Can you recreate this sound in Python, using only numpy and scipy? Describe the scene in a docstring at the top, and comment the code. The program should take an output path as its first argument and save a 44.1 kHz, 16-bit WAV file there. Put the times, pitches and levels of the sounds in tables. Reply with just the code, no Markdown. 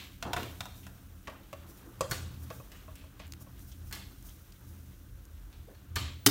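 """A small tiled bathroom: window blinds are tilted by their cords, and at the end a hard object drops.
Rail taps, cord knocks, slat slaps and the drop are noise cracks with damped modes, each waking the room.
Close to the microphone cords tick and rustle, slats and curtain shuffle: short bursts and grainy noise.
Behind them are floor thuds, a low rumble at the room's air modes, and steady hiss."""
import sys
import numpy as np
from scipy import signal
from scipy.fft import rfft, irfft, next_fast_len
from scipy.io import wavfile
from scipy.ndimage import uniform_filter1d, map_coordinates

SR = 44100
rng = np.random.default_rng(int(sys.argv[2]) if len(sys.argv) > 2 else 0)


def volts(x):
    """Linear amplitude factor 10**(x/20) for a level x in dB, scalar or array-like."""
    e = np.asarray(x, float) / 20
    return 10 ** e


def master(y):
    """Save y as 16-bit WAV."""
    cut = np.clip(np.atleast_2d(y).T, -1, 1)
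    pcm = np.round(cut * 32767)  # scale
    wavfile.write(sys.argv[1], SR, pcm.astype(np.int16))


N = 277830  # samples, 6.3 s

# Colour of cords rubbing close to the microphone. Each row: frequency in Hz, spectral level in dB.
RUSTLE_COLOUR = [(2500, -12), (4300, -7.5), (5800, 0.5), (7200, -2), (8000, -3.5), (9500, 0), (10500, -5.5),
                 (11800, 2), (13500, 0.5), (15600, 3), (16000, -15.5)]


def unit(x):
    """Scaled to rms 1."""
    return x / np.sqrt(np.mean(x ** 2) + 1e-20)


def along(points, hz):
    """(Hz, value) points interpolated on a log frequency axis."""
    f, v = np.transpose(points)
    return np.interp(np.log(hz + 1), np.log(f + 1), v)


def curves(rows):
    """One value per sample for each column after the time."""
    s, *columns = np.transpose(rows)
    return [np.interp(np.arange(N) / SR, s, column) for column in columns]


def wobble(rate):
    """A smooth random curve, rate knots a second."""
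    knots = rng.standard_normal(int(N * rate / SR) + 4)
    return map_coordinates(knots, [np.arange(N) * rate / SR])


def filtered(x, response):
    """x passed through a (possibly complex) response of frequency."""
    m = next_fast_len(len(x) + 8192)
    spectrum = rfft(x, m) * response(np.fft.rfftfreq(m, 1 / SR))
    return irfft(spectrum, m)[:len(x)]


def noise(colour, grain_db):
    """Coloured noise of rms 1, its level grainy at the scale of milliseconds."""
    grains = rng.standard_normal(N) * volts(grain_db * wobble(300))
    return unit(filtered(grains, lambda hz: volts(along(colour, hz))))


def add(track, s, sound):
    """Mix a sound into the track at s seconds."""
    part = track[round(s * SR):][:len(sound)]
    part += sound[:len(part)]


def stroke(t, length, rise):
    """Envelope of one brief sound: it sets in, holds and stops."""
    t = np.maximum(t, 0)
    return (1 - np.exp(-t / rise)) * np.exp(-(t / length) ** 4)


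def ring(modes, attack, rough):
    """Damped modes, struck at a new spot each time: strengths and pitches shift; loose parts smear the tones."""
    t = np.arange(SR // 4) / SR
    tones = np.zeros(len(t))
    for hz, db, t60 in modes:
        smear = rough * unit(uniform_filter1d(rng.standard_normal(len(t)), size=120))
        phase = 2 * np.pi * (hz * rng.normal(1, 0.015) * t + rng.uniform()) + smear
        tones += volts(db + rng.normal(0, 1.44) - 60 * t / t60) * np.sin(phase)
    return tones * (1 - np.exp(-t / attack))


def crack(treble_db, hz, t60, spread):
    """The contact itself: a dying noise burst in one broad band, with a spikier treble from hard surfaces."""
    t = np.arange(SR // 4) / SR
    envelope = volts(-60 * t / t60) * (1 - np.exp(-t / 0.00012))
    low, high = rng.standard_normal((2, len(t))) * envelope
    band_hz = [hz / spread, min(hz * spread, SR / 3)]
    low = signal.lfilter(*signal.butter(1, band_hz, "band", fs=SR), low)
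    spiky = high * (1 + 1.24 * np.exp(-t / 0.00062))
    high = signal.lfilter(*signal.butter(2, 7500, "high", fs=SR), spiky)
    return low + volts(treble_db) * high


def room(x):
    """The tiles answer over some milliseconds, in uneven flutters; each frequency dies at its own speed."""
    # Decay between the tiles. Each row: frequency in Hz, time to fall by 60 dB in s.
    tiles = [(200, 0.83), (1000, 0.42), (2000, 0.44), (4000, 0.63), (5500, 0.47), (8000, 0.49),
             (15000, 0.23)]
    # Colour of the tiles' answer. Each row: frequency in Hz, gain in dB.
    tiles_colour = [(300, 8), (1200, 6), (2000, 1), (3800, 1), (6000, -2.5), (15000, 0.5)]
    hz, t, z = signal.stft(rng.standard_normal(SR // 2), SR, nperseg=256)
    flutter = uniform_filter1d(rng.standard_normal(z.shape), size=12, axis=0)  # smooth over frequency
    flutter_db = 2.0 * unit(uniform_filter1d(flutter, size=3, axis=1))  # and over time
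    decay_db = 60 * t / along(tiles, hz)[:, None]
    tail = signal.istft(z * volts(flutter_db - decay_db), SR, nperseg=256)[1]
    tail *= 1 - np.exp(-np.arange(len(tail)) / SR / 0.0086)  # builds up gradually
    answer = signal.fftconvolve(x, tail / np.linalg.norm(tail))
    return filtered(answer, lambda hz: volts(along(tiles_colour, hz)))


def blows(table, modes, t60, rough, bounce_s, bounce_db, bounce_ring_db, room_db, ring_room_db):
    """Each blow cracks, rings its object, lands again with a broader crack and softer onset, and wakes the room."""
    out = np.zeros(N)
    for s, db, body_db, treble_db, hz in table:
        snap = volts(db) * crack(treble_db, hz, t60, spread=1.51)
        add(snap, bounce_s, volts(db + bounce_db) * crack(treble_db, hz, t60, spread=1.9))
        body = volts(db + body_db) * ring(modes, 0.00063, rough)
        add(body, bounce_s, volts(db + body_db + bounce_ring_db) * ring(modes, 0.0016, rough))
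        add(out, s, snap + body)
        # the ringing body radiates less into the room
        add(out, s, volts(room_db) * room(snap + volts(ring_room_db) * body))
    return out


def rail_taps():
    """The bottom rail taps the frame: a crack, then the rail's short modes."""
    # Each row: start in seconds, crack level in dB, body ring and treble in dB re crack, crack centre in Hz.
    taps = [(1.2728, -31.5, -27, -16, 2430), (1.2785, -31, -10.5, -26, 1290),
            (1.298, -41.5, -13, -10, 2150), (1.5289, -36, -7.5, -4, 2650), (2.008, -20.5, -9, -23, 6540),
            (2.5025, -36, -14, -9, 2500), (2.507, -39, -3.5, -12, 1510), (2.5999, -56, 5.5, -8, 2580),
            (2.7249, -70, 5, -16, 2200), (2.8033, -72, 0, -13, 2200), (2.8796, -59, 8.5, -16, 2240),
            (3.04, -66, 6, -13, 2190), (3.194, -42, -18, -12, 3500), (3.1985, -36.5, -17.5, -36, 2440),
            (3.4094, -67, 4, -7, 2200), (3.4664, -66, 7, -5, 2200)]
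    # Modes of the rail. Each row: frequency in Hz, level in dB, time to fall by 60 dB in s.
    modes = [(549.4, -3.5, 0.051), (628, -6, 0.084), (1124, 0.5, 0.046), (1930, -39, .03),
             (2580, -3, 0.024)]
    return blows(taps, modes, t60=0.036, rough=0.44, bounce_s=0.006, bounce_db=-8,
                 bounce_ring_db=-1.5, room_db=-8, ring_room_db=-11)


def cord_pulls():
    """Pulling the cord knocks on the frame, which rings with a faint second contact."""
    # Each row: start in seconds, crack level in dB, body ring and treble in dB re crack, crack centre in Hz.
    knocks = [(0.2255, -23, -16, -11.5, 2870), (0.2528, -40, -8, -20, 1000), (0.3322, -20, -10, -8.5, 3860),
              (0.3642, -20, -15.5, -16, 1600), (0.4304, -31.5, -28, -5, 2880),
              (0.606, -24, -17.5, -8, 3160), (0.6554, -39.5, -6, 2.5, 1500), (0.8664, -37, -17, -4, 1550)]
    # Modes of the knock. 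Each row: frequency in Hz, level in dB, time to fall by 60 dB in s.
    modes = [(705, -4.5, 0.061), (1000, -3.5, 0.052), (1447, 0.5, 0.028), (1766, -18, 0.11),
             (2700, -9, 0.071), (3530, 2, 0.025)]
    return blows(knocks, modes, t60=0.041, rough=0.5, bounce_s=0.007, bounce_db=-27,
                 bounce_ring_db=-3.5, room_db=-8.5, ring_room_db=-7)


def slat_slaps():
    """Slats slap together: loose parts smear their modes strongly."""
    # Each row: start in seconds, crack level in dB, body ring and treble in dB re crack, crack centre in Hz.
    slaps = [(2.111, -24.5, -12.5, 1.5, 6160), (2.7175, -40, -40, -3.5, 2670),
             (2.955, -47.5, -27, 5.5, 2970), (3.911, -46.5, -11, 4, 2070),
             (3.9257, -28.5, -25.5, -1.5, 3430), (3.95, -43, -42, 7.5, 3350), (5.5273, -47, -24, -22, 3420),
             (5.7466, -55.5, -15, -8, 2970), (5.9568, -32.5, -25, 6, 7150), (5.9599, -23.5, -14, -3, 4000)]
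    # Modes of the slats. Each row: frequency in Hz, level in dB, time to fall by 60 dB in s.
    modes = [(800, -16.5, 0.015), (1173, -7.5, 0.1), (1510, -3.5, 0.06), (1682, 2, 0.046),
             (2255, 4.5, 0.014), (3340, -6, 0.044), (4380, 0, 0.15), (8300, -11, 0.021)]
    return blows(slaps, modes, t60=0.047, rough=1.0, bounce_s=0.0052, bounce_db=-7.5,
                 bounce_ring_db=5, room_db=-2, ring_room_db=-11)


def dropped_object():
    """A hard object lands on the tiles edge after edge, ringing in short, high modes."""
    # Each row: start in seconds, crack level in dB, body ring and treble in dB re crack, crack centre in Hz.
    landings = [(6.2622, -6, -26, 4.5, 3620), (6.2652, -11, -8.5, -9, 5000), (6.2702, -14, -20, 5, 5100)]
    # Modes of the object. Each row: frequency in Hz, level in dB, time to fall by 60 dB in s.
    modes = [(610, -21, 0.031), (1170, 1, 0.016), (3060, 4.5, 0.03), (3677, 6, 0.039), (4030, -4, 0.028),
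             (5470, -3, 0.035), (6500, -6, 0.033), (9000, 2, .02)]
    return blows(landings, modes, t60=0.029, rough=0.25, bounce_s=0.0015, bounce_db=-2,
                 bounce_ring_db=-3.0, room_db=-10, ring_room_db=-5)


def ticks():
    """Cords snap over their guides close by: short, dry cracks without any room."""
    # Each row: start in seconds, level in dB, treble in dB re level, crack centre in Hz.
    snaps = [(0.8094, -57, 0, 6290), (1.7757, -59, 15, 6760), (3.2684, -55, 13, 3490),
             (3.2787, -52, 10, 4230), (3.3222, -26, -4.5, 5400), (3.336, -31, -5, 4200),
             (3.5937, -49, 9, 5720), (4.226, -53, 13, 7330), (4.294, -50, 14, 5960), (5.253, -50, 8, 6020)]
    out = np.zeros(N)
    for s, db, treble_db, hz in snaps:
        add(out, s, volts(db) * crack(treble_db, hz, t60=0.0086, spread=1.52))
    return out


def cords():
    """Each stroke of a cord drawn through the fingers is a grainy, bright rustle."""
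    # Each row: start in seconds, length in s, level in dB.
    strokes = [(0.75, 0.14, -60.5), (1.663, 0.16, -59.5), (1.847, 0.072, -69), (2.385, 0.11, -61.5),
               (2.506, .11, -57.5), (3.395, 0.043, -56.5), (3.575, 0.059, -59.5), (3.636, 0.12, -61),
               (3.85, 0.061, -60.5), (2.093, 0.018, -48), (4.24, 0.11, -57), (4.348, 0.16, -69),
               (4.67, 0.058, -62.5), (4.798, 0.23, -75)]
    t = np.arange(N) / SR
    effort = sum(volts(db) * stroke(t - s, length, rise=0.0091) for s, length, db in strokes)
    return effort * volts(2.7 * wobble(50)) * noise(RUSTLE_COLOUR, grain_db=0.5)


def brief_bursts():
    """Brief scrapes, rattles and soft ticks: spiky grains through one broad resonance."""
    # Each row: start in seconds, length in s, level in dB, resonance in Hz, width in Hz.
    bursts = [(0.248, 0.082, -43, 800, 670), (0.257, 0.077, -41.5, 253, 149), (0.379, 0.12, -45, 296, 199),
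              (0.827, 0.052, -62, 2700, 890), (1.692, 0.024, -55, 306, 200), (1.857, 0.073, -52.5, 313, 79),
              (2.734, 0.11, -65, 2600, 1000), (2.958, 0.12, -63, 2800, 1500),
              (3.203, 0.069, -57.5, 2550, 2500), (3.714, 0.029, -62.5, 3400, 300),
              (3.715, 0.014, -58, 5930, 1500), (4.286, 0.045, -63.5, 3360, 400),
              (4.519, 0.008, -57.5, 5000, 3500), (5.676, 0.068, -56.5, 445, 169)]
    out = np.zeros(N)
    for s, length, db, hz, width_hz in bursts:
        def resonance(f):
            damping = 1j * f * width_hz
            return damping / (hz * hz - f * f + damping) / (1 + (f / hz / 2) ** 4)

        t = np.arange(round(2 * length * SR)) / SR
        grains = rng.standard_normal(len(t)) ** 3  # cubed: sparse and spiky
        burst = unit(filtered(grains, resonance))
        add(out, s, volts(db) * burst * stroke(t, length, rise=0.0014))
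    return out


def handling():
    """Curtain and slats shuffle, slats rattle, cords rub in the fingers; jolts stir all three, then they settle."""
    # A jolt sets the blind swinging.
    # Each row: start in seconds, shuffle in dB, slat rattle in dB, cord rustle in dB.
    jolts = [(0, -57, -47.5, -58), (0.366, -42, -44.5, -51), (2.013, -45, -63, -72),
             (2.118, -46, -45.5, -62), (3.93, -62, -64, -63), (5.965, -47.5, -41, -72)]
    # How fast shuffle, rattle and rustle die down after a jolt, in dB per s.
    settle_db_per_s = [136, 101, 69]
    # How busy the hands are between jolts. Each row: time in seconds, shuffle in dB, cord rustle in dB.
    busy = [(0, -76, -69), (.6, -65, -61.5), (1.1, -70, -66), (1.7, -62.5, -66), (2.6, -65, -62),
            (3.1, -68, -67.5), (3.6, -67.5, -65.5), (4.14, -70, -63), (4.44, -68, -66), (4.8, -69.5, -64),
            (5.1, -72.5, -67.5), (5.72, -67, -67.5), (5.95, -71, -70), (6.3, -70, -66)]
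    # Colour of the shuffle. Each row: frequency in Hz, spectral level in dB.
    shuffle_colour = [(210, -17), (350, -1.5), (465, -8.5), (523, -8.5), (930, -8.5), (1210, -7),
                      (2000, -14), (2600, -47), (4400, -120)]
    # Colour of the slat rattle. Each row: frequency in Hz, spectral level in dB.
    rattle_colour = [(710, -25), (1200, -24), (1480, -12), (1860, -9.5), (2030, -5.5), (2940, -4.5),
                     (3770, -5.5), (6000, -19), (7800, -17), (13200, -120)]
    t = np.arange(N) / SR
    shuffle_db, rustle_db = curves(busy)
    # -70.5 dB at average activity, then 0.52 dB per dB of shuffle
    rattle_db = -70.5 + 0.52 * (shuffle_db - shuffle_db.mean())
    calm = volts(np.array([shuffle_db, rattle_db, rustle_db]))
    stirred_power = np.zeros((3, N))
    for s, *db in jolts:
        settling = volts(-np.outer(settle_db_per_s, np.maximum(t - s, 0))) * (t >= s)
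        stirred_power += (volts(db)[:, None] * settling) ** 2
    shuffle, rattle, rustle = np.sqrt(calm ** 2 + stirred_power)
    shuffle = shuffle * volts(1.8 * wobble(25)) * noise(shuffle_colour, grain_db=1.5)
    rattle = rattle * volts(1.34 * wobble(32)) * noise(rattle_colour, grain_db=-1.0)
    rustle = rustle * volts(0.28 * wobble(27)) * noise(RUSTLE_COLOUR, grain_db=1.0)
    return shuffle + rattle + rustle


def thuds():
    """Heavier blows shake the floor and the low air modes: damped tones, the panel's smeared."""
    # Each row: start in seconds, level in dB, panel in dB re level.
    shocks = [(0.255, -48, -5), (0.445, -41, -33), (2.116, -47.5, -16), (2.247, -53, -18),
              (3.927, -65, -22), (5.964, -38, -13.5), (6.263, -35, 6.5), (6.271, -38.5, 7.5)]
    # Two deep modes, then the panel's. Each row: frequency in Hz, level in dB, time to fall by 60 dB in s.
    modes = [(85, 2.1, 0.1), (120, 5.7, 0.27), (162, 2.3, 0.1), (288.3, 8.3, 0.13), (414, 8.7, 0.082)]
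    out = np.zeros(N)
    for s, db, panel_db in shocks:
        deep = ring(modes[:2], 0.0065, 0)
        panel = ring(modes[2:], 0.00067, 0.34)
        add(out, s, volts(db) * (deep + volts(panel_db) * panel))
    return out


def hum():
    """Low rumble: narrow noise at the room's air modes, in three groups, its level wavering at random."""
    # Each row: time in seconds, deepest mode in dB, middle modes in dB.
    levels = [(0.0, -69, -53), (0.07, -50, -53.5), (0.56, -55, -48.5), (1.4, -55.5, -57), (1.96, -58, -51),
              (2.3, -54, -43), (2.6, -70, -49), (2.65, -51, -55), (3.39, -56.5, -49), (3.68, -48, -50.5),
              (4.23, -49.5, -49), (4.47, -55.5, -59.5), (4.7, -58.5, -47.5), (5.39, -47.5, -56.5),
              (5.82, -55, -54.5), (6.02, -58, -38), (6.21, -56, -49.5), (6.3, -56, -49)]
    # Air modes of the room. Each row: frequency in Hz, width in Hz, level in dB within its group.
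    air_modes = [(44, 31, -3), (77.5, 13.7, -3), (82.7, 10, 1), (120.4, 11.5, -3), (183.2, 37.6, -10.5),
                 (208.5, 22, -19), (272.5, 15.4, -10), (328, 21, -18.5)]
    deep_db, middle_db = curves(levels)
    # the upper modes follow the middle ones by 0.57 dB per dB, and thin out by 0.57 dB per s
    upper_db = -58.5 + 0.57 * (middle_db - middle_db.mean()) - 0.57 * np.arange(N) / SR
    groups = [(deep_db, air_modes[:1]), (middle_db, air_modes[1:4]), (upper_db, air_modes[4:])]
    out = np.zeros(N)
    for level_db, modes in groups:
        def air(f):
            return sum(volts(db) * (f * w) ** 2 / ((c * c - f * f) ** 2 + (f * w) ** 2) for c, w, db in modes)

        out += volts(level_db) * unit(filtered(rng.standard_normal(N), air))
    return out


def hiss():
    """Steady coloured noise behind everything, at -68 dB."""
    # Colour of the hiss. Each row: frequency in Hz, spectral level in dB.
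    colour = [(180, -21), (300, 6), (326, 4.5), (392, -3.5), (584, -3.5), (624, -30), (678, -5.5),
              (814, -20), (1560, -4.5), (3460, -58), (3890, -17), (4990, -40), (5900, -27), (16000, -23.5)]
    return volts(-68) * noise(colour, grain_db=-1.0)


def scene():
    """All sources, mixed at the microphone, whose tone colours the blows and ticks."""
    # Tone of the microphone for the hits. Each row: frequency in Hz, gain in dB.
    mic = [(100, 24), (350, 9.5), (2000, 1.5), (4500, -3), (5200, -1.5), (6500, -2), (10400, -9.5),
           (12500, -9), (16000, -8)]
    hits = rail_taps() + cord_pulls() + slat_slaps() + dropped_object() + ticks()
    hits = filtered(hits, lambda hz: volts(along(mic, hz)))
    close = cords() + brief_bursts() + handling()
    background = thuds() + hum() + hiss()
    return (hits + close + background)[None]


def top_cut(x):
    """Nothing passes above the cut-off."""
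    return signal.sosfilt(signal.butter(12, 16910, fs=SR, output="sos"), x)


def record(dry):
    """The phone rounds off the loudest peaks and loses the deepest bass and the top treble."""
    clip, low_cut_hz, top_hz = 0.75, 33.6, 15850  # clip: ceiling the peaks bend towards, full scale 1
    soft = dry[0] / (1 + np.abs(dry[0] / clip) ** 4) ** (1 / 4)
    mix = filtered(soft, lambda hz: (hz < top_hz) * hz ** 6 / (hz ** 6 + low_cut_hz ** 6))
    return top_cut(mix[None])


dry = scene()
out = record(dry)
master(out)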